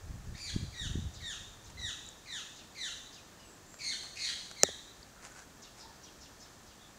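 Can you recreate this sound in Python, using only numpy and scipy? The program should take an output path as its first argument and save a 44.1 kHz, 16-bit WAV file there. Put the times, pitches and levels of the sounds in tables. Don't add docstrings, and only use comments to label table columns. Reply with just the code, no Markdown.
import sys
import numpy as np
from scipy import signal
from scipy.fft import rfft, irfft
from scipy.io import wavfile
from scipy.ndimage import map_coordinates

SR = 44100
rng = np.random.default_rng(int(sys.argv[2]) if len(sys.argv) > 2 else 0)


def put_to_file(sound):
    columns = np.atleast_2d(sound).T
    safe = np.clip(columns, -1, 1)
    whole_steps = np.round(safe * 32767)
    wavfile.write(sys.argv[1], SR, whole_steps.astype(np.int16))


N = 307818
T = np.arange(N) / SR


def squawking_bird(breath_db=-11, breath_flicker_db=3.0):
    # (start [s], length [s], pitch [Hz], end pitch [Hz], lateness of the fall [power], level [dB],
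    #  level change by the end [dB], rasp [0-1], opening flick [share of the pitch])
    squawks = [(0.338, .175, 2358, 1354, 5.6, -43.5, 2, 0.43, -.18),
               (0.721, .160, 1940, 1220, 3.16, -41.5, -6, .06, .24),
               (1.2, 0.15, 1894, 1170, 3.33, -41, -7, 0.09, 0.21),
               (1.768, 0.15, 1980, 1177, 3.36, -39, -6.5, 0.02, 0.055),
               (2.252, .157, 2054, 1200, 2, -41.5, -6.5, 0.15, .22),
               (2.748, 0.15, 2103, 1259, 2.2, -39, -6, 0.19, .15),
               (3.788, .156, 2181, 1359, 5.2, -36.5, -6, .45, .18),
               (4.153, .158, 2230, 1680, 2.8, -38.5, -2, 0.91, .1),
               (4.558, 0.13, 2155, 1597, 1.9, -41.5, -4, .15, 0.084)]
    harmonics = [-4.5, 2, -6.5, -2, -4, -9, -16, 0.5]
    # (frequency [Hz], gain [dB])
    throat = [(1100, -2.5), (1750, -2), (2400, -7.5), (2900, -5), (3700, -0.5), (4400, -3), (5300, -10),
              (6100, 1), (6900, -2), (7700, -12.5), (9000, -13), (10500, -22.5), (15000, -39)]
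    # (start [s], length [s], start pitch [Hz], end pitch [Hz], level [dB], rasp [0-1])
    held_notes = [(.390, 0.137, 2530, 2380, -59, 0.16), (4.160, 0.11, 2536, 2510, -52.5, .05)]
    calls = [squawk(*row) for row in squawks]
    voice = voice_box(calls, harmonics, throat, jitter=0.1023, flutter_hz=562.2, shimmer_db=5.0,
                      closed_db=-16, split=0.14)
    airflow = 0
    for rows in calls:
        _, level_db, rasp = in_time(rows)
        calling = (T > rows[0][0]) & (T < rows[-1][0])
        airflow = airflow + from_db(level_db) * np.sqrt(np.abs(rasp)) * calling
    air = signal.sosfilt(signal.butter(2, 4000, "high", fs=SR, output="sos"), noise(throat))
    second_voice = pure_notes(glides(held_notes))
    breath = air * airflow * from_db(breath_db + breath_flicker_db * wobble(120))
    return voice + second_voice + breath


def squawk(start, length, hz, end_hz, lateness, db, fade_db, rasp, flick):
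    progress = np.linspace(0, 1, 100)
    t = progress * length
    scoop = 0.1684 * np.exp(-t / 0.004)
    opening = 1 - scoop + flick * bump(t, at_s=0.0115, width_s=0.008)
    catching = bump(t, at_s=0.0297, width_s=0.01485)
    push = bump(t, at_s=0.0814, width_s=0.026)
    spent = progress ** lateness
    pitch = hz * opening * (1 - spent) + end_hz * spent
    level_db = db + 2.5 * push + fade_db * progress ** 3
    hoarseness = np.clip(rasp * (1 - 0.452 * push) + 0.23 * catching + 0.12 * spent, 0, 1)
    return np.column_stack([start + t, pitch, level_db, hoarseness])


def voice_box(calls, harmonics, throat, jitter, flutter_hz, shimmer_db, closed_db=0, split=0):
    out = np.zeros(N)
    for rows in calls:
        t = np.arange(rows[0][0], rows[-1][0], 1 / SR)
        pitch, level_db, rasp = in_time(rows, t)
        shake = jitter * rasp * wobble(flutter_hz, len(t))
        waver = 0.0085 * wobble(68.93, len(t))
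        phase = 2 * np.pi * np.cumsum(pitch * (1 + shake + waver)) / SR
        muffled_db = closed_db * bump(t, at_s=t[0], width_s=0.047)
        tone = 0
        for k, db in enumerate(harmonics, 1):
            strength = from_db(db + at_hz(throat, k * pitch) + np.log(k) * muffled_db)
            tone = tone + strength * (k * pitch < SR / 2) * np.sin(k * phase)
            if k > 1:
                halfway = from_db(db + at_hz(throat, (k + .5) * pitch) + muffled_db)
                tone = tone + split * halfway * wobble(148.0, len(t)) * np.sin((k + .5) * phase)
        gain = from_db(level_db + shimmer_db * rasp * wobble(flutter_hz / 2, len(t)))
        add(out, t[0], tone * gain * signal.windows.tukey(len(t), .12))
    return out


def small_birds(length_s=.042, top_hz=6300, fade_db=4, rasp=0.793):
    # (start [s], peak level [dB], pitch near the end [Hz])
    chirps = [(1.126, -51, 3060), (1.635, -57.5, 2730), (2.550, -55.5, 2540), (3.120, -54, 2490),
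              (3.379, -64, 2690), (5.610, -55.5, 2730), (5.785, -54.5, 3260), (6.020, -55, 2710),
              (6.200, -56, 2770), (6.395, -57.5, 3040), (6.655, -59.5, 2720)]
    # (frequency [Hz], gain [dB])
    throat = [(2600, 0), (3600, -1.5), (4500, 0.5), (6200, 2), (7500, -6), (10000, -31), (15000, -20)]
    calls = [[(s, top_hz, db - fade_db, rasp),
              (s + length_s * 0.42, top_hz * .82, db, rasp),
              (s + length_s * .7, hz * 1.4, db - fade_db / 2, rasp),
              (s + length_s, hz * 1.25, db - fade_db, rasp / 10),
              (s + length_s * 1.4, hz * 1.04, db - 1.2 * fade_db, 0),
              (s + length_s * 1.7, hz * 0.91, db - 3.5 * fade_db, 0)] for s, db, hz in chirps]
    return voice_box(calls, [0, -12], throat, jitter=0.2, flutter_hz=598, shimmer_db=6.5)


def whistling_birds():
    # (start [s], length [s], start pitch [Hz], end pitch [Hz], level [dB], rasp [0-1])
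    whistles = [(3.39, 0.077, 3000, 2710, -67, 0.07), (3.45, 0.082, 7920, 7500, -63.5, 0),
                (3.66, .11, 7400, 7370, -64, 0.17), (5.16, 0.045, 1412, 1395, -62.5, 0.27),
                (5.30, 0.11, 1528, 1560, -65, 0.29), (5.82, 0.088, 898, 915, -63, 0.2),
                (6.79, .07, 3580, 3600, -67.5, 0.23)]
    return pure_notes(glides(whistles))


def pips(length_s=0.0036, sweep=0.084):
    # (start [s], level [dB], middle pitch [Hz])
    notes = [(2.063, -47, 7100), (2.0875, -42.5, 7100), (5.029, -46, 4580), (5.320, -50, 6960)]
    return pure_notes([[(s, hz * (1 + sweep), db, 0), (s + length_s, hz * (1 - sweep), db, 0)]
                       for s, db, hz in notes])


def pure_notes(calls):
    return voice_box(calls, [0], [(1, 0), (SR, 0)], jitter=0.191, flutter_hz=207.3, shimmer_db=23)


def glides(notes, fade_db=-0.5):
    return [[(s, start_hz, db, rasp), (s + length, end_hz, db + fade_db, rasp)]
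            for s, length, start_hz, end_hz, db, rasp in notes]


def case_clicks():
    # (time [s], level [dB], brightness of the contact [Hz])
    clicks = [(4.6338, 0, 15000), (4.6882, -16, 504)]
    # (frequency [Hz], level [dB], time to fade by 60 dB [s])
    case_tones = [(76, -47, 0.26), (170, -27.5, 0.032), (263, -35.5, 0.07), (383, -20.5, 0.034),
                  (561, -12, 0.015), (793, -20, 0.019), (1298, -23.5, 0.019), (1770, -18.5, 0.013),
                  (2720, -11, 0.0024), (4360, -7.5, 0.0025), (5700, 5, 0.0016), (7130, 3.5, .0024),
                  (11000, -14, 0.0017), (14800, -15, .0015)]
    out, t = np.zeros(N), T[:SR // 5]
    ring = sum((-1) ** k * from_db(db - 60 * t / fade_s) * np.sin(2 * np.pi * hz * t)
               for k, (hz, db, fade_s) in enumerate(case_tones))
    for s, db, bright_hz in clicks:
        softness = np.exp(-2 * np.pi * bright_hz / SR)
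        add(out, s, from_db(db) * signal.lfilter([1 - softness], [1, -softness], ring))
    return out


def shoes(grit_db=-9, grit_decay_s=0.002, grain_db=3.0):
    # (middle [s], level [dB], half length [s])
    scuffs = [(1.707, -65, 0.017), (4.056, -57, 0.028), (5.254, -51.5, 0.03), (5.31, -61, 0.021),
              (5.388, -54, 0.043), (5.798, -57.5, 0.029)]
    # (time [s], relative level [dB])
    grit = [(1.7, -39), (1.814, -39), (3.742, -34.5), (4.034, -33), (4.513, -28), (5.25, -33.5)]
    # (frequency [Hz], relative level [dB])
    colour = [(300, -10), (900, 0.5), (1500, -1.5), (2100, -2.5), (3500, -13), (6900, -2.5), (10000, -16),
              (15000, -44)]
    rub = sum(from_db(db) * bump(T, s, width) for s, db, width in scuffs)
    cracks = sum(from_db(db + grit_db) * (T >= s) * np.exp(-np.abs(T - s) / grit_decay_s)
                 for s, db in grit)
    return noise(colour) * (rub * from_db(grain_db * wobble(200)) + cracks)


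def wind(wind_db=-3, lumpy_db=2.5, breeze_db=-53, end_s=2.24, dying_s=0.44):
    # (peak time [s], relative level [dB], half length [s])
    gusts = [(0.124, -43.5, 0.094), (0.303, -43.5, .05), (0.563, -40.5, 0.06), (0.655, -41.5, 0.057),
             (.87, -41.5, 0.069), (0.989, -40, 0.048), (1.062, -42.5, 0.039), (1.19, -53, 0.076),
             (1.411, -49, .02), (1.67, -54, .02), (1.82, -50, 0.076)]
    # (frequency [Hz], relative level [dB])
    colour = [(12, -31), (20, 0.5), (81, 7), (195, -5), (278, -14.5), (380, -22.5), (462, -28), (568, -41),
              (700, -39), (910, -61), (1540, -120)]
    # (time [s], peak level [dB], frequency [Hz])
    thumps = [(0.353, -39, 106), (0.547, -41, 90), (.564, -22, 151), (.900, -34, 90), (.957, -26.5, 174),
              (.985, -31, 100)]
    strength = from_db(breeze_db) + sum(from_db(db) * bump(T, s, width) for s, db, width in gusts)
    level_db = 20 * np.log10(strength)
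    dying = np.clip((end_s - T) / dying_s, 0, 1)
    swirls = noise(colour)
    bass = signal.sosfiltfilt(signal.butter(2, 150, fs=SR, output="sos"), swirls)
    swirls = bass + (swirls - bass) * from_db(level_db + 41.5)
    out = swirls * from_db(level_db + wind_db + lumpy_db * wobble(29)) * dying
    for s, db, hz in thumps:
        phase = 2 * np.pi * hz * (T - s)
        out = out + from_db(db) * phase * np.exp((1 - phase ** 2) / 2)
    return out


def town(hum_db=-58, hiss_db=-60.5):
    # (frequency [Hz], relative level [dB])
    hum = [(12, -26), (20, -3), (53, 2), (164, -1), (281, -2), (513, -6.5), (736, -6), (830, -7),
           (899, -7.5), (1240, -8), (1710, -12.5), (2400, -17.5), (3120, -45), (5280, -120)]
    hiss = [(1060, -22), (1800, 5), (1930, -7), (2300, -5.5), (2680, -1.5), (2900, -5), (3150, -3),
            (4720, -2), (5400, -3), (5970, 0), (7400, -1.5), (9280, -10.5), (14700, -14.5), (15500, -12.5)]
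    return noise(hum) * from_db(hum_db) + noise(hiss) * from_db(hiss_db)


def street(x, direct_db, scatter_db, tail_db, scatter_s=0.017, build_s=0.03):
    # (delay [s], level relative to direct_db [dB])
    echoes = [(.0048, -9), (.020, -9), (.038, -3)]
    # (frequency [Hz], time to fade by 60 dB [s])
    fade_times = [(500, 0.17), (1800, 0.64), (3600, 0.85), (7000, 0.88), (14000, 0.84)]
    t, tail = T[:SR], 0
    edges_hz = np.geomspace(200, 16000, 10)
    for low, high in zip(edges_hz, edges_hz[1:]):
        band_filter = signal.butter(2, [low, high], "band", fs=SR, output="sos")
        band = signal.sosfilt(band_filter, rng.standard_normal(SR))
        tail = tail + band * from_db(-60 * t / at_hz(fade_times, np.sqrt(low * high)))
    tail = from_db(tail_db) * rms_one(tail * (1 - np.exp(-t / build_s)))
    scatter = rms_one(rng.standard_normal(SR) * np.sqrt(t) * np.exp(-t / scatter_s))
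    response = (from_db(scatter_db) * scatter + tail) / np.sqrt(SR)
    for delay, db in [(0, 0.024)] + list(echoes):
        response[round(delay * SR)] += from_db(direct_db + db)
    return signal.fftconvolve(x, response)[:N]


def from_db(db):
    return 10 ** (np.asarray(db) / 20)


def rms_one(x):
    return x / np.sqrt(np.mean(x ** 2) + 1e-20)


def bump(t, at_s, width_s):
    return np.exp(-((t - at_s) / width_s) ** 2)


def in_time(rows, t=T):
    times, *columns = np.transpose(rows)
    return [np.interp(t, times, column) for column in columns]


def at_hz(points, hz):
    frequencies, values = np.transpose(points)
    return np.interp(np.log(np.maximum(hz, 1)), np.log(frequencies), values)


def noise(colour):
    gains = from_db(at_hz(colour, np.fft.rfftfreq(N, 1 / SR)))
    return rms_one(irfft(rfft(rng.standard_normal(N)) * gains, N))


def wobble(rate_hz, size=N):
    positions = np.arange(size) * 2 * rate_hz / SR
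    points = rng.standard_normal(int(positions[-1]) + 2)
    return rms_one(map_coordinates(points, [positions], order=3, mode="nearest"))


def add(out, start_s, x):
    i = max(0, round(start_s * SR))
    out[i:i + len(x)] += x[:max(0, N - i)]


def scene():
    squawks = street(squawking_bird(), direct_db=-2.5, scatter_db=-8.0, tail_db=-3.5)
    chirps = street(small_birds(), direct_db=-44, scatter_db=2, tail_db=-5.5)
    whistles = street(whistling_birds(), direct_db=0.5, scatter_db=0, tail_db=-8.5)
    close = shoes() + pips() + case_clicks()
    close_echo = street(close, direct_db=-58.5, scatter_db=-43, tail_db=-32)
    return (squawks + chirps + whistles + close + close_echo + wind() + town())[None]


def record(dry):
    treble_cut = signal.ellip(10, .2, 70, 15600, fs=SR, output="sos")
    return signal.sosfilt(treble_cut, np.clip(dry, -1, 1))


dry = scene()
out = record(dry)
put_to_file(out)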